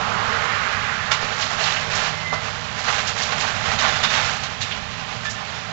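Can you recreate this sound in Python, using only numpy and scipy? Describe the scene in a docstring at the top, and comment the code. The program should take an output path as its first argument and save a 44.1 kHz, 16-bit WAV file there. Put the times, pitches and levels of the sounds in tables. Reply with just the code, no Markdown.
"""A demolition site across a road. An excavator tears into a building over the throb of its diesel:
rubble crunches and slides as countless tiny collisions, slabs knock, sheet steel rattles, and steel
dragged over steel squeals. A car drives past in the first second on a roar of tyres.
Walls add a short tail and one close echo, and the ground reflection hollows the low mids of everything.
The sound sits almost wholly on the right."""
import sys
import numpy as np
from scipy import signal
from scipy.fft import rfft, irfft
from scipy.io import wavfile
from scipy.ndimage import map_coordinates

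SR = 44100
rng = np.random.default_rng(int(sys.argv[2]) if len(sys.argv) > 2 else 0)


def to_wav(sig):
    """Store sig (one row per channel, or 1-D mono) as 16-bit WAV at the path in sys.argv[1].

    Samples outside -1..1 are clipped; the rate is SR.
    """
    pcm = np.clip(np.atleast_2d(sig), -1, 1) * 32767
    pcm = np.round(pcm).astype(np.int16)
    wavfile.write(sys.argv[1], SR, pcm.T)  # frames by channels


N = 252384
T = np.arange(N) / SR
FREQS = np.fft.rfftfreq(N, 1 / SR)
BAND_HZ = 400 * 2 ** (np.arange(14) / 3)  # third-octave centres


def undb(db):
    """Decibels to gain."""
    return 10 ** (np.asarray(db) / 20)


def unit(x):
    """Scale to rms 1."""
    return x / np.sqrt(np.mean(x ** 2))


def curves(table):
    """Turn each column of a timed table into a sample-by-sample curve."""
    times, *columns = np.transpose(table)
    return [np.interp(T, times, column) for column in columns]


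def shape(x, gain):
    """Filter with a gain for every frequency."""
    return irfft(rfft(x) * gain, N)


def colour(x, points):
    """EQ through (Hz, dB) points."""
    hz, db = np.transpose(points)
    return shape(x, undb(np.interp(np.log(FREQS + 1), np.log(hz), db)))


def noise(points):
    """Noise at rms 1, coloured by (Hz, dB) points."""
    return unit(colour(rng.standard_normal(N), points))


def walk(rate):
    """Smooth random wander at rms 1, through `rate` random points a second."""
    knots = rng.standard_normal(4096)
    return unit(map_coordinates(knots, [T * rate], order=3, mode="wrap"))


def bands(x):
    """Split into third-octave bands that add up to the whole."""
    lowpasses = [1 / np.sqrt(1 + (FREQS / hz) ** 12) for hz in BAND_HZ[:-1] * 2 ** (1 / 6)]
    edges = [0] + lowpasses + [1]
    spectrum = rfft(x)
    return np.array([irfft(spectrum * (upper - lower), N) for lower, upper in zip(edges, edges[1:])])


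def bell(offset, width):
    """A bell curve that peaks at 1 where the offset is zero."""
    return np.exp(-.5 * (offset / width) ** 2)


def hump(centre_hz, octaves):
    """A bell-shaped weight for each band."""
    return bell(np.log2(BAND_HZ[:, None] / centre_hz), octaves)


def reverb(x, t60_s, wet_db):
    """Add scattered reflections: a tail of dying noise that starts 12 ms late."""
    t = T[:SR]
    tail = rng.standard_normal(SR) * np.exp(-np.log(1000) * t / t60_s) * (t > .012)
    return x + undb(wet_db) * signal.oaconvolve(x, tail / np.linalg.norm(tail))[:N]


def wall_echo(x, lag_s=.00508, echo_db=-18.5):
    """A wall beside the work throws back one close echo, which combs the spectrum."""
    return shape(x, 1 + undb(echo_db) * np.exp(-2j * np.pi * FREQS * lag_s))


# The hollows in the tone. Each row: centre in Hz, width in Hz, gain in dB.
GROUND_NOTCHES = [(315.7, 49.7, -13.5), (541, 24, -6), (712, 22, -4), (961, 23, -6.5)]

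def ground_reflection(x):
    """The bounce off the ground partly cancels the direct sound at a few frequencies."""
    notches_db = sum(db * bell(FREQS - hz, width_hz) for hz, width_hz, db in GROUND_NOTCHES)
    return shape(x, undb(notches_db))


# The tone of the background bed. Each row: frequency in Hz, relative level in dB.
RUMBLE_SPECTRUM = [(20, -21), (40, -16), (65, -5), (110, 0.5), (170, -7.5), (240, -4.5), (450, -17.5),
                   (800, -13.5), (1500, -15), (3000, -14), (7000, -32)]
# Its fader moves. Each row: time in seconds, level in dB.
RUMBLE_LEVEL = [(0, -31), (1.2, -34.5), (2.6, -35.5), (3.9, -30.5), (4.5, -34.5), (5.72, -36)]

def rumble():
    """Site and road lay down a bed of low noise that slowly swells and sinks."""
    return noise(RUMBLE_SPECTRUM) * undb(curves(RUMBLE_LEVEL)[0])


# The diesel under changing load. Each row: time in seconds, cycle rate in Hz, level in dB.
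DIESEL_LOAD = [(0, 51.94, -50), (1.0, 52.68, -45), (2.3, 52.1, -39.5), (3.0, 50, -46), (3.85, 49.7, -42.5),
               (4.15, 46.31, -41.5), (4.6, 46.56, -41), (4.8, 54.5, -46), (5.72, 55.5, -47.5)]
# Its harmonics. Each row: multiple of the cycle rate, relative level in dB.
DIESEL_ORDERS = [(2, -3), (3, -1.5), (4, -12.5)]

def diesel(waver=0.00944, throb_db=2.5):
    """The excavator's engine hums on three low harmonics, each throbbing unevenly."""
    hz, db = curves(DIESEL_LOAD)
    phase = 2 * np.pi * np.cumsum(hz * (1 + waver * walk(20))) / SR
    hum = sum(undb(order_db + throb_db * walk(14)) * np.sin(k * phase) for k, order_db in DIESEL_ORDERS)
    return undb(db) * unit(hum)


# The rush of tyres on the road. Each row: frequency in Hz, relative level in dB.
TYRE_SPECTRUM = [(100, -14), (250, -13), (450, -5), (800, -3), (1500, -5.5), (2500, -9.5), (4000, -12),
                 (7000, -21)]
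# The drone of the car's engine. Each row: frequency in Hz, relative level in dB.
CAR_ENGINE_SPECTRUM = [(100, -11.5), (250, -3.5), (450, 1), (750, -3.5), (1200, -14.5), (4000, -35)]

def car(passes_s=0.46, speed_m_s=16.8, lane_m=14.3, tyre_db=-30, engine_db=-27, resonance_db=12.3):
    """A pass-by: as the car draws level its tread resonance climbs and its engine turns away."""
    along_m = speed_m_s * (T - passes_s)
    distance_m = np.hypot(along_m, lane_m)
    climb = .5 + .5 * np.tanh((along_m + 3) / 3.5)  # steepest 3 m before it draws level
    coming_hz, going_hz = 990, 1450
    resonance = hump(coming_hz + (going_hz - coming_hz) * climb, octaves=0.48)
    tread = bands(noise(TYRE_SPECTRUM))
    flutter_db = 1.1 * np.array([walk(18) for _ in BAND_HZ])
    roar = np.sum(tread * undb(resonance_db * resonance + flutter_db), axis=0)
    facing = (.5 - .5 * along_m / distance_m) ** 2
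    engine = noise(CAR_ENGINE_SPECTRUM) * facing
    nearness = lane_m / distance_m  # also the cosine of the bearing
    focus = nearness ** 1.85  # what is straight ahead is heard best
    return (roar * undb(tyre_db) + engine * undb(engine_db)) * nearness * focus


# Steel dragged over steel. Each row: start in seconds, length in seconds, pitch in Hz, level in dB,
# level of the octave against the note in dB.
SQUEALS = [(2.13, 0.095, 2070, -34, -27), (2.215, 0.19, 2048, -27, -30), (5.25, 0.049, 1750, -28, -10),
           (5.354, .05, 1770, -36, -10)]

def squeals(waver=0.00545, rough_db=1.8, slip_rate=170):
    """Sticking and slipping steel sings on one unsteady note and its octave."""
    out = 0
    drift = 1 + waver * walk(slip_rate)
    for start, length, hz, db, octave_db in SQUEALS:
        phase = 2 * np.pi * np.cumsum(hz * drift) / SR
        progress = np.clip((T - start) / length, 0, 1)
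        pressure = np.sqrt(np.maximum(np.sin(np.pi * progress), 0))
        out = out + undb(db) * pressure * (np.sin(phase) + undb(octave_db) * np.sin(2 * phase))
    return out * undb(rough_db * walk(slip_rate))


# Pieces striking sheet steel. Each row: start in seconds, ring in Hz, level in dB.
CLANGS = [(3.787, 3850, -28), (3.888, 3530, -29), (4.036, 3610, -25.5), (4.14, 3670, -29),
          (4.615, 3650, -31), (5.55, 3550, -44)]

def clangs(width_hz=130, attack_s=.003, decay_s=0.053):
    """Struck sheet steel rattles in a cluster of close modes, played as narrow, fast-dying noise."""
    out = 0
    for start, hz, db in CLANGS:
        cluster = unit(shape(rng.standard_normal(N), bell(FREQS - hz, width_hz)))
        age = np.maximum(T - start, 0)
        out = out + undb(db) * cluster * np.minimum(age / attack_s, 1) * np.exp(-age / decay_s)
    return out


# The bucket grinding through the heap. 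Each row: time in seconds, gain at 2 kHz in dB.
GRIND = [(0, -36), (1.05, -34.5), (1.22, -29), (2.05, -29.5), (2.22, -33), (2.7, -32.5), (3.1, -28.5),
         (4.05, -27.5), (4.52, -34), (5.72, -34.5)]
# Loads of rubble sliding down. Each row: start in seconds, length in seconds, gain at 2 kHz in dB,
# brightness in dB per octave.
SLIDES = [(1.355, .11, -26.5, 2), (1.55, 0.19, -25.5, 1), (1.893, 0.17, -24.5, 0.4),
          (2.389, 0.087, -30.5, -0.5), (2.757, 0.088, -30, 2), (2.856, 0.14, -24.5, 1.1),
          (3.145, 0.063, -27, 3), (3.36, .11, -27, 1.8), (3.619, 0.1, -25, 0), (3.785, 0.097, -22.5, 0),
          (4.08, .23, -24, 1), (4.61, 0.087, -33.5, 0), (5.05, 0.069, -33.5, -0.5), (5.46, .1, -36, 0)]

def crunch(grind_tilt_db=-0.07, attack_s=0.042, release_s=0.067, spurt_db=1.0, spurt_rate=35):
    """Band gains of rubble grinding on in uneven spurts; each slide swells, runs and dies over it."""
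    octaves = np.log2(BAND_HZ[:, None] / 2000)
    power = undb(curves(GRIND)[0] + grind_tilt_db * octaves) ** 2
    for start, length, db, tilt_db in SLIDES:
        swell = np.clip((T - start) / attack_s, 0, 1)
        fade = np.exp(-np.maximum(T - start - length, 0) / release_s)
        power = power + (undb(db + tilt_db * octaves) * swell * fade) ** 2
    return np.sqrt(power) * undb(spurt_db * walk(spurt_rate))


# Breaks and falling pieces. Each row: start in seconds, gain in dB,
# centre in Hz (low for slabs, high for splinters), width in octaves.
BREAKS = [(1.108, -15.5, 3400, 2.2), (1.217, -19, 410, .15), (1.407, -17.3, 4400, 0.52),
          (1.631, -14.5, 3770, .38), (1.658, -19, 2500, 1.2), (1.757, -18.5, 2300, 0.34),
          (1.86, -22.5, 473, .25), (1.948, -17.5, 7000, 0.58), (2.321, -16.5, 655, 0.66),
          (2.322, -24.5, 4370, 0.87), (2.875, -18.5, 1400, 2.5), (2.975, -23, 2500, 0.44),
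          (3.068, -18, 6000, 1.15), (3.214, -14.8, 4680, .4), (3.314, -22, 900, 3.1),
          (3.396, -19.5, 5000, 0.77), (3.432, -20, 950, 0.43), (3.782, -17.5, 4000, 1.25),
          (3.835, -16.5, 1300, 1.4), (3.95, -22, 3400, 1.6), (4.028, -15.5, 3099, 2.06),
          (4.096, -22, 4500, 1.8), (4.13, -18, 3000, 1.2), (4.183, -20, 1900, 1.2),
          (4.427, -24.5, 5500, 2.1), (4.606, -19.5, 5000, 1.2), (4.709, -19.5, 2798, 0.38),
          (5.243, -27, 5906, 1.9), (5.294, -17.5, 7700, .5), (5.399, -29, 820, .8)]

def breaks(rise_s=0.0083, hold_s=0.011, decay_s=0.024):
    """Band gains of the burst of fragments that each break lets go; the bursts add as power."""
    power = np.zeros((len(BAND_HZ), N))
    for start, db, centre_hz, octaves in BREAKS:
        span = slice(int(start * SR), int(start * SR) + SR // 2)
        age = np.maximum(T[span] - start, 0)
        burst = np.minimum(age / rise_s, 1) * np.exp(-np.maximum(age - rise_s - hold_s, 0) / decay_s)
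        power[:, span] += (undb(db) * hump(centre_hz, octaves) * burst) ** 2
    return np.sqrt(power)


def fragments(hits_per_s=8000, spread_db=2.5, click_s=0.00053, ring_s=0.0014, ring_mix=0.51, sizes=40):
    """Countless small collisions: each size of fragment gives a click and a brief ring at its own pitch."""
    t, out = T[:1024], 0
    for hz in np.geomspace(500, 7500, sizes):
        hits = (rng.random(N) < hits_per_s / sizes / SR) * rng.choice([-1, 1], N)
        strengths = undb(spread_db * np.minimum(rng.exponential(size=N), 3.5))
        click = rng.standard_normal(len(t)) * np.exp(-t / click_s)
        ring = np.sin(2 * np.pi * hz * t) * np.exp(-t / ring_s)
        impact = unit(click) + ring_mix * np.sqrt(hz / 3000) * unit(ring)
        out = out + signal.oaconvolve(hits * strengths, impact)[:N]
    return unit(out)


# The EQ on the colliding debris. Each row: frequency in Hz, relative gain in dB.
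RUBBLE_EQ = [(150, -6), (400, -2.5), (750, 3.5), (1300, 2.5), (2200, -1), (3500, -4.5), (5000, -8),
             (7000, -14.5)]

def rubble():
    """Brick, block and timber colliding, driven by the grinding, the slides and the breaks."""
    grit = unit(colour(fragments(), RUBBLE_EQ))
    return np.sum(bands(grit) * np.hypot(crunch(), breaks()), axis=0)


def scene():
    """The work among the standing walls, the diesel and the car, all coloured by the ground bounce."""
    bed = rumble()
    work = reverb(rubble() + clangs() + squeals(), t60_s=0.34, wet_db=-15)
    mix = wall_echo(work + bed) + diesel() + car()
    return np.tile(ground_reflection(mix), (2, 1))


def record(dry):
    """The sound sits right, peaks rounded; the left has a faint blur and hiss. The top is cut off."""
    blur = reverb(dry[0], t60_s=.06, wet_db=11.5) * undb(-44)
    hiss = noise(TYRE_SPECTRUM) * undb(-54.5)  # steady, in the same colour as the tyres
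    left, right = blur + hiss, np.tanh(2 * dry[1])
    treble_rolloff = [(7250, -0.5), (7900, -16), (8900, -26.5)]  # Hz, dB
    channels = np.array([colour(x, treble_rolloff) for x in (left, right)])
    lowpass = signal.ellip(10, .2, 90, 8800, fs=SR, output="sos")
    return signal.sosfilt(lowpass, channels)


dry = scene()
out = record(dry)
to_wav(out)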